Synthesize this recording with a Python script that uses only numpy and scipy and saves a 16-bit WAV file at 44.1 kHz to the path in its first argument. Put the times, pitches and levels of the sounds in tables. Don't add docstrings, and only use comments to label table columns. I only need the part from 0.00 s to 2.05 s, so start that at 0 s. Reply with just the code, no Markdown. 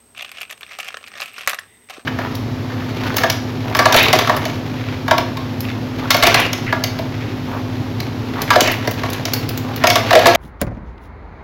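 import sys
import numpy as np
from scipy import signal
from scipy.fft import rfft, irfft, next_fast_len
from scipy.io import wavfile
from scipy.ndimage import map_coordinates

SR = 44100
rng = np.random.default_rng(int(sys.argv[2]) if len(sys.argv) > 2 else 0)


def undo_db(level):
    steps = np.asarray(level, float) / 20
    return 10 ** steps


def dump_mix(stems):
    frames = np.atleast_2d(stems).T
    limited = np.clip(frames, -1, 1)
    pcm = np.round(limited * 32767).astype(np.int16)
    wavfile.write(sys.argv[1], SR, pcm)


N = 90404


def unit(x):
    return x / np.sqrt(np.mean(x ** 2) + 1e-20)


def wobble(rate):
    return map_coordinates(rng.standard_normal(int(N * rate / SR) + 4), [np.arange(N) * rate / SR])


def resonances(f, hz, width_hz, db):
    f = f[:, None]
    sign = (-1) ** np.arange(np.shape(hz)[-1])
    damping = 1j * f * width_hz
    return np.sum(sign * undo_db(db) * damping / (hz ** 2 - f ** 2 + damping), -1)


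def filtered(x, response):
    m = next_fast_len(N + SR // 2)
    return irfft(rfft(x, m) * response(np.fft.rfftfreq(m, 1 / SR)), m)[..., :N]


def soft(f, corner_hz):
    return 1 / (1 + 1j * f / corner_hz * 2 ** .5 - (f / corner_hz) ** 2)


# f/Hz, level/dB per Hz
HISS_SPECTRUM = [(30, -58), (60, -3), (280, -2), (900, -5), (4000, -14.5), (7000, -16), (12000, -18),
                 (15500, -17)]
# f/Hz, width/Hz, level/dB
DRONE_MODES = [(82, 76, -7), (245.2, 40, -4.5), (416.7, 84, -7.5)]
# f/Hz, width/Hz, level/dB
FAR_MODES = [(1954, 330, 13.5), (2960, 620, 9), (3680, 300, 11)]
# t/s, level/dB
FAR_COURSE = [
    (0, -76),
    (1.5, -83),
    (1.699, -57.5),
    (1.88, -59.5),
    (2.05, -101),
]
HISS_DB, DRONE_DB = -57, -61


def floor():
    hz, db = np.transpose(HISS_SPECTRUM)
    hiss = unit(filtered(rng.standard_normal(N),
                         lambda f: undo_db(np.interp(np.log(f + 1), np.log(hz), db))))
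    drone, far = (unit(filtered(rng.standard_normal(N), lambda f: resonances(f, *np.transpose(modes)) ** 2))
                  for modes in (DRONE_MODES, FAR_MODES))
    far_db = np.interp(np.arange(N) / SR, *np.transpose(FAR_COURSE)) + 2.5 * wobble(39.85)
    drone_db = DRONE_DB + 1.1 * wobble(9.8)
    return undo_db(HISS_DB) * hiss + undo_db(drone_db) * drone + undo_db(far_db) * far


REFRESH_HZ, REFRESH_S = 60, .0031
WHINE_HZ, WHINE_WANDER_HZ = 8263, 80
WHINE_DB, WHINE_ROUGH_DB, TICK_DB = -53, 2.6, -35
WHINE_RISE_S, WHINE_ON_S, WHINE_FALL_S = .001, 0.013, 0.00026


def screen():
    t = np.arange(N) / SR
    since = (t - REFRESH_S) % (1 / REFRESH_HZ)
    rise = np.clip(since / WHINE_RISE_S, 0, 1)
    fall = np.clip((WHINE_ON_S - since) / WHINE_FALL_S, 0, 1)
    phase = 2 * np.pi * np.cumsum(WHINE_HZ + WHINE_WANDER_HZ * wobble(400)) / SR
    whine = undo_db(WHINE_DB + WHINE_ROUGH_DB * wobble(400)) * rise * fall * np.sin(phase)
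    tick = (since < 1 / SR) * undo_db(0.74 * rng.standard_normal(N))
    tick = filtered(tick, lambda f: resonances(f, np.array([10300]), 6600, [0]) ** 2)
    return whine + undo_db(TICK_DB) * tick


# t/s, level/dB, f/Hz, cycles
THUMPS = [
    (1.471, -34, 111, 0.43),
    (1.9803, -29, 352, 2.6),
]


def thumps():
    out = np.zeros(N)
    for s, db, hz, cycles in THUMPS:
        progress = np.clip((np.arange(N) / SR - s) * hz / cycles, 0, 1)
        out += undo_db(db) * np.sin(np.pi * progress) ** 2 * np.sin(2 * np.pi * cycles * progress)
    return out


FOCUS_OCT, FOCUS_FLOOR_DB = .6, -6.5
LOW_LOSS_DB = 1.5


def focus(hz, pitch_hz):
    loss_db = -6 * (np.log2(hz / pitch_hz) / FOCUS_OCT) ** 2
    return np.maximum(loss_db, FOCUS_FLOOR_DB - LOW_LOSS_DB * (hz < pitch_hz))


# f/Hz, width/Hz, level/dB
BODY = [(573, 169, 1.5), (747, 114, 6), (1210, 330, 5), (1807, 264, 3.5), (2223, 486, 3.5), (2750, 584, 4),
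        (3480, 420, 4.5), (4170, 1570, -2.27), (5510, 475, 2), (6000, 1100, -4)]
# f/Hz, width/Hz, level/dB
STEEL = [(7440, 150, -7), (10260, 210, -4), (11210, 240, -4), (12180, 200, 3.5), (13700, 200, -3.5),
         (15500, 470, -31)]
# start t/s, hardest t/s, end t/s, pressure level/dB, pitch f/Hz
STROKES = [(0.148, 0.225, 0.23, -42.5, 2750), (0.247, 0.303, 0.5, -47, 2530),
           (0.33, 0.408, 0.44, -38, 2500), (0.498, 0.514, 0.52, -39.5, 2700),
           (0.598, 0.655, 0.75, -50, 2440), (0.674, 0.727, 0.79, -38, 2180), (0.784, 0.81, 0.94, -37, 2290),
           (0.923, 1.005, 1.18, -51, 2320), (1.102, 1.12, 1.27, -47.5, 1920),
           (1.15, 1.187, 1.266, -37.5, 1930), (1.198, 1.186, 1.32, -36, 2500),
           (1.29, 1.34, 1.44, -50, 2400), (1.339, 1.413, 1.46, -35, 2540),
           (1.474, 1.485, 1.543, -28.5, 1920), (1.53, 1.544, 1.59, -53, 1610),
           (1.584, 1.58, 1.674, -47, 1570), (1.894, 1.906, 1.91, -38.5, 2570),
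           (1.897, 1.909, 2.03, -41.5, 760), (1.9, 1.946, 1.966, -40, 2340),
           (1.955, 1.968, 1.982, -43, 1210), (1.99, 1.995, 1.79, -45, 1570)]
DRAG_PER_S, DRAG_SPREAD_DB, DRAG_HISS = 1000, 3, .35
STROKE_EDGE = 0.49
DRAG_STEEL_DB, DRAG_STEEL_GROWS = -16, 0.82
DRAG_PING_DB = -15
LOOSE_PING_DB, LOOSE_UNTIL_S = 9, .47
PING_WIDTH_HZ, SOFT_HZ = 450, 6000


def drag():
    out, size = np.zeros(N + SR), 8192
    f, t = np.fft.rfftfreq(size, 1 / SR), np.arange(size) / SR
    hz, width, db = np.transpose(BODY)
    flutter = undo_db(1.57 * wobble(160))
    for start, hardest, end, level_db, pitch_hz in STROKES:
        grains = (rng.random(size) < DRAG_PER_S / SR) * rng.standard_normal(size)
        grains *= undo_db(DRAG_SPREAD_DB * np.minimum(rng.exponential(size=size), 3))
        force = rfft(unit(grains) + DRAG_HISS * rng.standard_normal(size))
        modes = resonances(f, hz, width, db + focus(hz, pitch_hz))
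        ping_db = DRAG_PING_DB + LOOSE_PING_DB * (start < LOOSE_UNTIL_S)
        ping = 6.5 + resonances(f, np.array([pitch_hz]), 2 * PING_WIDTH_HZ, [ping_db])
        body = unit(irfft(force * soft(f, SOFT_HZ) * modes * ping))
        steel = unit(irfft(force * resonances(f, *np.transpose(STEEL))))
        steel_db = DRAG_STEEL_DB + DRAG_STEEL_GROWS * (level_db + 34)
        swell = np.interp(t + start, [start, hardest, end], [0, 1, 0]) ** STROKE_EDGE
        out[round(start * SR):][:size] += undo_db(level_db) * swell * (body + undo_db(steel_db) * steel)
    return out[:N] * flutter


# t/s, peak level/dB, pitch f/Hz, steel ring over the
# knock level/dB
KNOCKS = [(0.5095, -20, 1750, 0.5), (0.7868, -22.5, 1250, 2.5), (0.9046, -24, 1430, -35),
          (0.9429, -14, 1690, -39), (0.9703, -17.5, 1380, -10), (1.1659, -27, 1710, -34),
          (1.2026, -13, 1220, -14), (1.3816, -17.5, 1560, -22), (1.4334, -25, 1610, -21),
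          (1.463, -26, 2400, -19), (1.4745, 0.5, 1575, -1.5), (1.4952, -10, 1870, 4.5),
          (1.5082, -28, 1750, 8), (1.516, -23, 1950, 3), (1.5323, -11, 1450, -15),
          (1.5451, -15.5, 1781, -3), (1.5876, -12.5, 1840, -33), (1.5924, -30.5, 1600, 7),
          (0.7885, -15, 680, -10), (1.01, -35, 560, -34), (1.029, -31, 1500, -30), (1.103, -40, 1500, -25),
          (1.188, -32, 1100, -25), (1.051, -40, 1800, -10), (0.928, -37, 2000, -25),
          (1.068, -32, 3300, -25), (1.485, -15, 1500, -8), (1.888, -31.5, 1800, -25),
          (1.905, -23.5, 260, -17), (1.948, -33.5, 3300, -13), (1.966, -37, 1400, -28),
          (2.002, -40, 1600, -20), (0.6935, -31, 2150, -18), (0.62, -30, 1100, -25),
          (0.7175, -30, 2600, -25), (0.7235, -33, 1400, -10), (0.7328, -26, 2600, -15),
          (0.197, -25, 2200, -25), (0.15, -35, 2400, -30)]
# t/s, peak level/dB, steel ring over the link
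# level/dB
LINKS = [(0.1658, -31, -35), (0.1741, -25, -32), (0.1787, -21, -11), (0.1852, -53, -20),
         (0.1897, -26, -17), (0.1941, -19.5, -31), (0.2035, -28, -28), (0.2106, -29, -38),
         (0.2222, -21, -1.5), (0.2463, -20.5, -28), (0.2613, -31, -21), (0.28, -32, -27),
         (0.2924, -25.5, -10), (0.3163, -22.5, -4), (0.3621, -30.5, -32), (0.3707, -26, -38),
         (0.3839, -19.5, -25), (0.388, -25, -31), (0.4049, -33, 7), (0.4111, -18.5, -30),
         (0.4157, -16.5, -3), (0.4309, -17.5, -9), (0.4516, -28, -15), (0.4962, -27, -9),
         (0.5013, -22, -7), (0.5235, -23.5, -20), (0.5268, -23, -1), (0.6093, -26, -1.5),
         (0.6307, -18.5, -33),
         (0.6348, -46, 7), (0.6645, -29.5, -13), (0.7115, -24, -30), (0.727, -42, -29),
                 (0.743, -41, -17), (0.7551, -39, -24), (0.8058, -17.5, -3.5), (0.8158, -29, -5),
                 (0.8226, -46, -24), (0.8301, -23, -28), (0.8463, -23.5, -4), (0.8554, -26, -30),
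                 (0.8641, -28, -29), (0.8694, -28, -19), (0.8755, -24, -35), (0.8817, -21.5, -0.5),
                 (0.8859, -15, -34), (1.0404, -23.5, -23), (1.0751, -24, -31), (1.0814, -29, 0),
         (1.1385, -26, -35), (1.1537, -24, -37), (1.176, -24, -10), (1.2113, -17.5, -1.5),
                  (1.219, -11.5, -19), (1.2277, -16, -10), (1.2347, -24, 1), (1.2493, -39, 5),
                  (1.2582, -21.5, -2), (1.3687, -33, -8), (1.396, -34, 2), (1.4133, -29, 2.5),
                  (1.4168, -39, -21), (1.4246, -36, -27), (1.8978, -25.5, -4), (1.281, -31.5, -1.5),
                  (1.334, -44.5, 8), (1.386, -26, 0), (1.446, -40, 3), (1.162, -33, -25),
                  (0.8885, -41, -18),
         (0.148, -36, -26), (0.2088, -16, -18), (0.2255, -18, -22), (0.249, -22, -10), (0.479, -40, -20),
           (0.577, -34.5, -5), (0.799, -17, -18), (1.063, -30.5, -7), (1.117, -27.5, -29.5),
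           (1.341, -28.5, -13), (1.478, -7.5, -12), (1.4908, -13, -10), (1.9025, -25, -9), (1.908, -30, 0),
           (1.938, -28, -8), (1.995, -33.5, -13), (0.802, -15.5, -7)]
DETUNE, STEEL_DETUNE = .025, 0.0094
MODE_SCATTER_DB, STEEL_SCATTER_DB = 2, 3
CHATTER_T60, CHATTER_DB, CRACK_DB = .03, -19, -10
KNOCK_PING_DB, LINK_PING_DB = -1.5, 3.5


def contacts():
    out, size = np.zeros(N + SR), 4096
    f, t = np.fft.rfftfreq(size, 1 / SR), np.arange(size) / SR
    hz, width, db = np.transpose(BODY)
    steel_hz, steel_width, steel_mode_db = np.transpose(STEEL)
    fade = np.clip(4 - 4.5 * t / t[-1], 0, 1)
    starts = [stroke[0] for stroke in STROKES]
    links = [(s, peak_db, STROKES[np.searchsorted(starts, s) - 1][-1], steel_db)
             for s, peak_db, steel_db in LINKS]
    for s, peak_db, pitch_hz, steel_db in KNOCKS + links:
        if s < LOOSE_UNTIL_S:
            ping_db = LOOSE_PING_DB
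        else:
            ping_db = LINK_PING_DB if pitch_hz > 2100 else KNOCK_PING_DB
        grit = rng.standard_normal(size)
        force = undo_db(CHATTER_DB - 60 * t / CHATTER_T60) * grit * abs(grit) / 2
        force[0] = 1
        mode_hz = hz * (1 + DETUNE * rng.standard_normal(len(hz)))
        mode_db = db + focus(hz, pitch_hz) + MODE_SCATTER_DB * rng.standard_normal(len(hz))
        ping = 4 + resonances(f, np.array([pitch_hz]), PING_WIDTH_HZ, [ping_db])
        knock = resonances(f, mode_hz, width, mode_db) * ping
        knock = irfft(rfft(force) * knock * soft(f, SOFT_HZ), size)
        force[0] = 0.72
        ring_hz = steel_hz * (1 + STEEL_DETUNE * rng.standard_normal(len(steel_hz)))
        ring_db = steel_mode_db + STEEL_SCATTER_DB * rng.standard_normal(len(steel_hz))
        crack = undo_db(CRACK_DB) * resonances(f, np.array([11000]), 13500, [0])
        ring = irfft(rfft(force) * (resonances(f, ring_hz, steel_width, ring_db) + crack), size)
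        both = knock / abs(knock).max() + undo_db(steel_db) * ring / abs(ring).max()
        out[round(s * SR):][:size] += undo_db(peak_db) * fade * both
    return out[:N]


ROOM_T60, ROOM_DB = 0.26, -18


def room(x):
    t = np.arange(SR // 3) / SR
    tail = signal.lfilter([1], [1, -.6], rng.standard_normal(len(t))) * undo_db(-60 * t / ROOM_T60)
    return signal.fftconvolve(np.pad(x, (200, 0)), tail / np.linalg.norm(tail))[:N]


# f/Hz, width/Hz, echo level/dB
TABLE_DIP = (896, 169, -2.5)
ROLL_HZ = 14800


def scene():
    hardware = filtered(contacts() + drag(), lambda f: soft(f, ROLL_HZ) ** 2
                        * (1 - resonances(f, *np.transpose([TABLE_DIP]))))
    return (hardware + undo_db(ROOM_DB) * room(hardware) + thumps() + screen() + floor())[None]


def top_cut(x):
    return signal.sosfilt(signal.butter(12, 17140, fs=SR, output="sos"), x)


CLIP = 1.15
TOP_HZ, OVER_TOP_DB = 15900, -22


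def record(dry):
    rounded = CLIP * np.tanh(dry / CLIP)
    mix = filtered(rounded, lambda f: undo_db(OVER_TOP_DB * (f > TOP_HZ)))
    return top_cut(mix)


dry = scene()
out = record(dry)
dump_mix(out)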